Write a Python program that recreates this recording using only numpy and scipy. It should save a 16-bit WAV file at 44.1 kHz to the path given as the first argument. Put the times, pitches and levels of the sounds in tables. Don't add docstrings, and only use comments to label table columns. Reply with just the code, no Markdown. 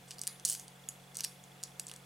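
import sys
import numpy as np
from scipy import signal
from scipy.fft import rfft, irfft
from scipy.io import wavfile
from scipy.ndimage import uniform_filter1d

SR = 44100
rng = np.random.default_rng(int(sys.argv[2]) if len(sys.argv) > 2 else 0)


def log_audio(samples):
    frames = np.atleast_2d(samples).T
    limited = np.clip(frames, -1, 1)
    pcm = np.round(limited * 32767).astype(np.int16)
    wavfile.write(sys.argv[1], SR, pcm)


N = 90404

TONE_BANDS_HZ = (2300, 4400, 7900, 13300)
TICK_RANGE_HZ = (6000, 10000)


def cuff_clicks(ring_db, crack_db):
    # start in seconds, relative level in dB, contact time in seconds, strongest ring in Hz,
    # then the boost of knock, middle and treble in dB.
    strikes = [(0.108, -38, 0.0021, 7700, 6, 11, 0), (0.114, -41, 0.0029, 7700, 16, 11, -4),
               (0.1835, -43.5, 0.00213, 4740, -1, 9, 2.5), (0.192, -41, 0.0018, 5700, 3, 5, 4),
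               (0.2154, -30.5, 0.00038, 5860, -18, -1, -3), (0.236, -39, 0.00037, 9300, 4, -2, -2),
               (0.2701, -29, 0.00041, 8900, -1.5, -1.5, -11), (0.2755, -26.5, 0.00093, 10670, 5.5, 3, 4),
               (0.3978, -47, 0.00027, 6150, 1, 3, -3), (0.45, -21.5, 0.0019, 7100, -14, 1, -5),
               (0.4554, -25, 0.00077, 7900, -6, -4, -7), (0.4979, -25, 0.0018, 8900, -7, -8, -7),
               (0.5497, -35, 0.0019, 8300, 10, 8, -2), (0.5967, -40, 0.0025, 6530, -3, -8, -8),
               (0.681, -45.5, 0.00067, 8440, 4, 3, -9), (0.8877, -31.5, 0.00052, 6640, -0.5, -10.5, -4),
               (1.154, -42, 0.0025, 6650, -2, 1, -12), (1.1697, -31.5, 0.00071, 6340, -14, -3, 3),
               (1.1828, -42, 0.00061, 6800, 1, 5, 0.5), (1.1883, -37.5, 0.00115, 6050, 3, 5, -1),
               (1.196, -39, 0.002, 5400, 18, -2, -8), (1.2064, -30, 0.0016, 5930, 9, 4.5, 3.5),
               (1.2356, -37.5, 0.0028, 4300, 7, -1, -3), (1.2412, -30.5, 0.00107, 8460, -2, 3, -10),
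               (1.2446, -30, 0.0018, 8400, 0, 4.5, 3), (1.247, -28, 0.0016, 5500, 8, 5.5, 3.5),
               (1.439, -49, 0.00041, 6920, 3, -8, -13), (1.63, -41, 0.00072, 7750, 9.5, 7, -4),
               (1.6364, -30.5, 0.00074, 7160, -13, -1.5, -8), (1.7969, -30, 0.00064, 8090, -4, 0, -0.5),
               (1.8682, -38.5, 0.00053, 8440, -14, -3.5, -10), (1.8967, -44, 0.00029, 9300, 17, 8, -8),
               (1.9146, -39.5, 0.00056, 8930, 16, 0, -10), (1.938, -44.5, .0005, 8450, 6, 4, -2),
               (1.962, -45, 0.00093, 7700, -4.5, 0, -2)]
    out = np.zeros(N)
    for start, db, contact_s, ring_hz, knock, middle, treble in strikes:
        tone = list(zip(TONE_BANDS_HZ, (knock, middle, 0, treble)))
        click = steel_click(contact_s, ring_hz, ring_db, crack_db)
        add(out, start, amp(db) * unit(shape_tone(click, tone)))
    return out


def steel_click(contact_s, ring_hz, ring_db=-5, crack_db=3, size=1024):
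    # pitch in Hz, relative level in dB.
    steel_notes = [(1700, -17.5), (2850, -8.5), (3950, -14.5), (4600, -3.5), (5500, -3.5), (5900, -2.5),
                   (6800, -1), (7850, 3.5), (8850, 3.5), (9400, 5), (10400, -0.5), (12300, -3.5),
                   (13400, -4.5), (14300, -6)]
    # frequency in Hz, relative level in dB.
    crack_tone = [(200, -47), (1000, -31), (2200, -17.5), (4500, 2), (8500, 2), (11000, -4), (14000, -14.5),
                  (16000, -8.5)]
    # frequency in Hz, gain in dB.
    bass_cut = [(90, -28.5), (800, -9)]
    t = np.arange(size) / SR
    contact = np.sqrt(t / contact_s) * np.exp(-(t / contact_s) ** 2)
    force = amp(-1.5) * chatter(contact)
    force[0] += 1
    notes = np.zeros(size)
    for hz, db in steel_notes:
        detuned_hz = hz * (1 + 0.0084 * rng.standard_normal())
        notes += amp(db) * np.sin(2 * np.pi * (detuned_hz * t + rng.random()))
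    body = unit(signal.fftconvolve(force, notes * fade(t, fade_s=0.0089))[:size])
    crack = unit(shape_tone(chatter(contact), crack_tone))
    hit = body + amp(crack_db) * crack
    strongest_note = np.cos(2 * np.pi * ring_hz * t) * fade(t, fade_s=0.0055)
    ring = signal.fftconvolve(hit, strongest_note)[:size]
    return unit(shape_tone(unit(hit) + amp(ring_db) * unit(ring), bass_cut))


def chatter(contact):
    touches = rng.standard_normal(len(contact)) * contact
    for _ in range(4):
        flat_spectrum = np.exp(1j * np.angle(rfft(touches)))
        touches = irfft(flat_spectrum, len(touches)) * np.sqrt(contact)
    return unit(touches)


def ratchet_teeth(size=2048):
    # start in seconds, relative level in dB.
    teeth = [(0.4594, -35), (.4641, -35), (0.4734, -42.5), (0.4795, -32), (0.488, -32), (0.4904, -32),
             (0.5038, -36), (0.5075, -38), (.517, -36), (0.5204, -42), (0.5253, -32), (0.5316, -33),
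             (0.5405, -37.5)]
    # frequency in Hz, gain in dB.
    tooth_tone = [(2300, -5), (8100, 3), (14000, 5.5)]
    # pitch in Hz, relative level in dB, fade time in seconds.
    arm_notes = [(3030, -17, 0.018), (4450, -24, .02)]
    out, t = np.zeros(N), np.arange(size) / SR
    arm = sum(amp(db) * unit(np.sin(2 * np.pi * hz * t) * fade(t, fade_s))
              for hz, db, fade_s in arm_notes)
    for start, db in teeth:
        tick = steel_click(contact_s=0.00083, ring_hz=rng.uniform(*TICK_RANGE_HZ), size=size)
        add(out, start, amp(db) * (unit(shape_tone(tick, tooth_tone)) + arm))
    return out


def loose_parts():
    # time in seconds, relative level in dB.
    ratchet_levels = [(.452, -44), (.47, -44), (.5, -41.5), (.53, -45), (.548, -51.5), (.575, -55),
                      (.65, -65)]
    # start in seconds, end in seconds, relative level in dB.
    shifts = [(0.077, 0.144, -56.5), (1.145, 1.157, -49), (1.879, 1.889, -46.5)]
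    out = rattle(ratchet_levels, ticks_per_s=640, contact_s=0.00094, treble_db=3)
    for start, end, db in shifts:
        out += rattle([(start, db), (end, db)], ticks_per_s=280, contact_s=0.0019, treble_db=-3)
    return out


def rattle(levels, ticks_per_s, contact_s, treble_db, spread_db=1.5):
    out = np.zeros(N)
    times, dbs = np.transpose(levels)
    tone = list(zip(TONE_BANDS_HZ[2:], (0, treble_db)))
    for start in np.arange(times[0], times[-1], 1 / ticks_per_s):
        db = np.interp(start, times, dbs) + spread_db * rng.standard_normal()
        tick = steel_click(contact_s, rng.uniform(*TICK_RANGE_HZ))
        add(out, start + rng.random() / ticks_per_s, amp(db) * shape_tone(tick, tone))
    return out


def free_ringing(rise_s=0.001):
    # start in seconds, pitch in Hz, level in dB, fade time in seconds.
    pings = [(0.277, 10380, -42, .06), (0.4506, 4410, -25.5, 0.014), (.597, 6380, -53, 0.12),
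             (0.888, 6830, -39.5, 0.068), (0.889, 10000, -48, 0.13), (1.247, 5440, -45, 0.12),
             (1.795, 5830, -43, 0.03), (1.797, 2740, -37.5, 0.014)]
    out, t = np.zeros(N), np.arange(SR // 4) / SR
    rise = np.minimum(t / rise_s, 1)
    for start, hz, db, fade_s in pings:
        add(out, start, amp(db) * rise * fade(t, fade_s) * np.sin(2 * np.pi * hz * t))
    return out


def room(direct, to_walls, likeness=0.81):
    # frequency in Hz, fade time in seconds.
    wash_times = [(1000, 0.58), (5000, 0.12), (10000, 0), (15000, 0.0059)]
    # frequency in Hz, gain in dB.
    wash_tone = [(1000, -9), (4000, -11.5), (8600, -9.5), (10300, -1.5), (11500, 1.5), (14500, -13.5)]
    # frequency in Hz, left phase minus right phase in radians.
    phase_gap = [(5000, -0.22), (10500, -0.58)]
    hz, t, spectrum = signal.stft(rng.standard_normal((2, SR // 2)), SR, nperseg=256)
    faint_tail = amp(-3) * fade(t, fade_s=0.3)
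    spectrum = spectrum * (fade(t, look_up(wash_times, hz)[:, None]) + faint_tail)
    left, other = signal.istft(spectrum, SR, nperseg=256)[1]
    out = np.array([direct, direct])
    for side, noise in zip(out, stereo_pair(left, other, likeness)):
        wash = signal.fftconvolve(to_walls, shape_tone(unit(noise), wash_tone))
        add(side, start_s=0.0096, sound=amp(-27.5) * direct)
        add(side, start_s=0.003, sound=wash)
    phase = np.outer([.5, -.5], look_up(phase_gap, np.fft.rfftfreq(N, 1 / SR)))
    return irfft(rfft(out) * np.exp(1j * phase), N)


def fan(shaft_hz=45.8, waver_depth=0.00076):
    # multiple of the turning speed, level in dB.
    hum_notes = [(1, -80), (3, -62.5), (4, -65), (10, -74.5), (11, -75), (12, -78), (16, -71.5), (19, -77),
                 (46, -79)]
    t = np.arange(N) / SR
    waver = sum(np.sin(2 * np.pi * (hz * t + rng.random())) for hz in np.geomspace(.4, 6, 10))
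    turns = np.cumsum(shaft_hz * (1 + waver_depth * waver / np.sqrt(5))) / SR
    return sum(np.sqrt(2) * amp(db) * np.cos(2 * np.pi * (multiple * turns + rng.random()))
               for multiple, db in hum_notes)


def air_and_hiss(level_db=-59, patchy_db=1, size=1024):
    # frequency in Hz, relative level in dB.
    hiss_tone = [(20, -23), (45, -15), (130, 1), (600, 0), (730, 2.5), (900, -0.5), (1500, -3),
                 (3000, -4.5), (4500, -9.5), (10000, -10.5), (15500, -18.5)]
    # frequency in Hz, likeness from 0 to 1.
    likeness = [(100, 0.96), (300, 0.588), (1400, 0.26), (3000, 0.44), (7000, 0.78), (15000, 1)]
    hz = np.fft.rfftfreq(size, 1 / SR)
    noise = rng.standard_normal((5, 4 * N // size + 5, len(hz)))
    patches = uniform_filter1d(noise[4], size=10, axis=0)
    patches = uniform_filter1d(patches, size=10, axis=1)
    spectrum = stereo_pair(noise[0] + 1j * noise[1], noise[2] + 1j * noise[3], look_up(likeness, hz))
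    spectrum *= amp(look_up(hiss_tone, hz) + patchy_db * patches / patches.std())
    hiss = signal.istft(spectrum.swapaxes(1, 2), nperseg=size, noverlap=size * 3 // 4)[1][:, :N]
    return amp(level_db) * hiss / hiss.std()


def electrical_pips(every_s=0.04, pitch_hz=3415, glide_hz_per_s=30000, width_s=0.0027):
    out, t = np.zeros(N), np.arange(-every_s / 2, every_s / 2, 1 / SR)
    swell = np.exp(-(t / width_s) ** 2)
    for start in np.arange(every_s / 2, N / SR, every_s):
        tone = np.sin(2 * np.pi * (pitch_hz * t + glide_hz_per_s * t ** 2 / 2 + rng.random()))
        db = -57 - 1.5 * rng.standard_normal()
        add(out, start, amp(db) * tone * swell)
    return out


def amp(db):
    return 10 ** (np.asarray(db) / 20)


def fade(t, fade_s):
    return amp(-60 * t / fade_s)


def unit(sound):
    return sound / np.sqrt(np.sum(sound ** 2) + 1e-20)


def look_up(points, hz):
    row_hz, values = np.transpose(points)
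    return np.interp(np.log(hz + 1), np.log(row_hz + 1), values)


def add(mix, start_s, sound):
    part = mix[max(round(start_s * SR), 0):][:len(sound)]
    part += sound[:len(part)]


def shape_tone(sound, points):
    size = 2 * len(sound)
    log_gain = np.log(amp(look_up(points, abs(np.fft.fftfreq(size, 1 / SR)))))
    response = np.exp(np.conj(signal.hilbert(log_gain)))
    return np.fft.ifft(np.fft.fft(sound, size) * response).real[:len(sound)]


def stereo_pair(left, other, likeness):
    return np.array([left, likeness * left + np.sqrt(1 - likeness ** 2) * other])


def scene():
    background = air_and_hiss() + fan() + electrical_pips()
    direct = cuff_clicks(ring_db=-5, crack_db=-4)
    to_walls = cuff_clicks(ring_db=-8, crack_db=0.5)
    ticks = ratchet_teeth() + loose_parts()
    click_gain = np.sqrt(0.002 * SR)
    return click_gain * room(direct + ticks, to_walls + ticks) + free_ringing() + background


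def record(dry, top_hz=15900):
    # frequency in Hz, left level minus right level in dB.
    imbalance = [(300, -0.059), (1200, -1.4), (4400, -0.25), (8500, -1.4), (13000, 0.6)]
    side_db = np.outer([.5, -.5], look_up(imbalance, np.fft.rfftfreq(N, 1 / SR)))
    picked_up = irfft(rfft(dry) * amp(side_db), N)
    treble_cut = signal.firwin(511, top_hz, window=("kaiser", 9), fs=SR)
    return signal.oaconvolve(picked_up, treble_cut[None], "same")


dry = scene()
out = record(dry)
log_audio(out)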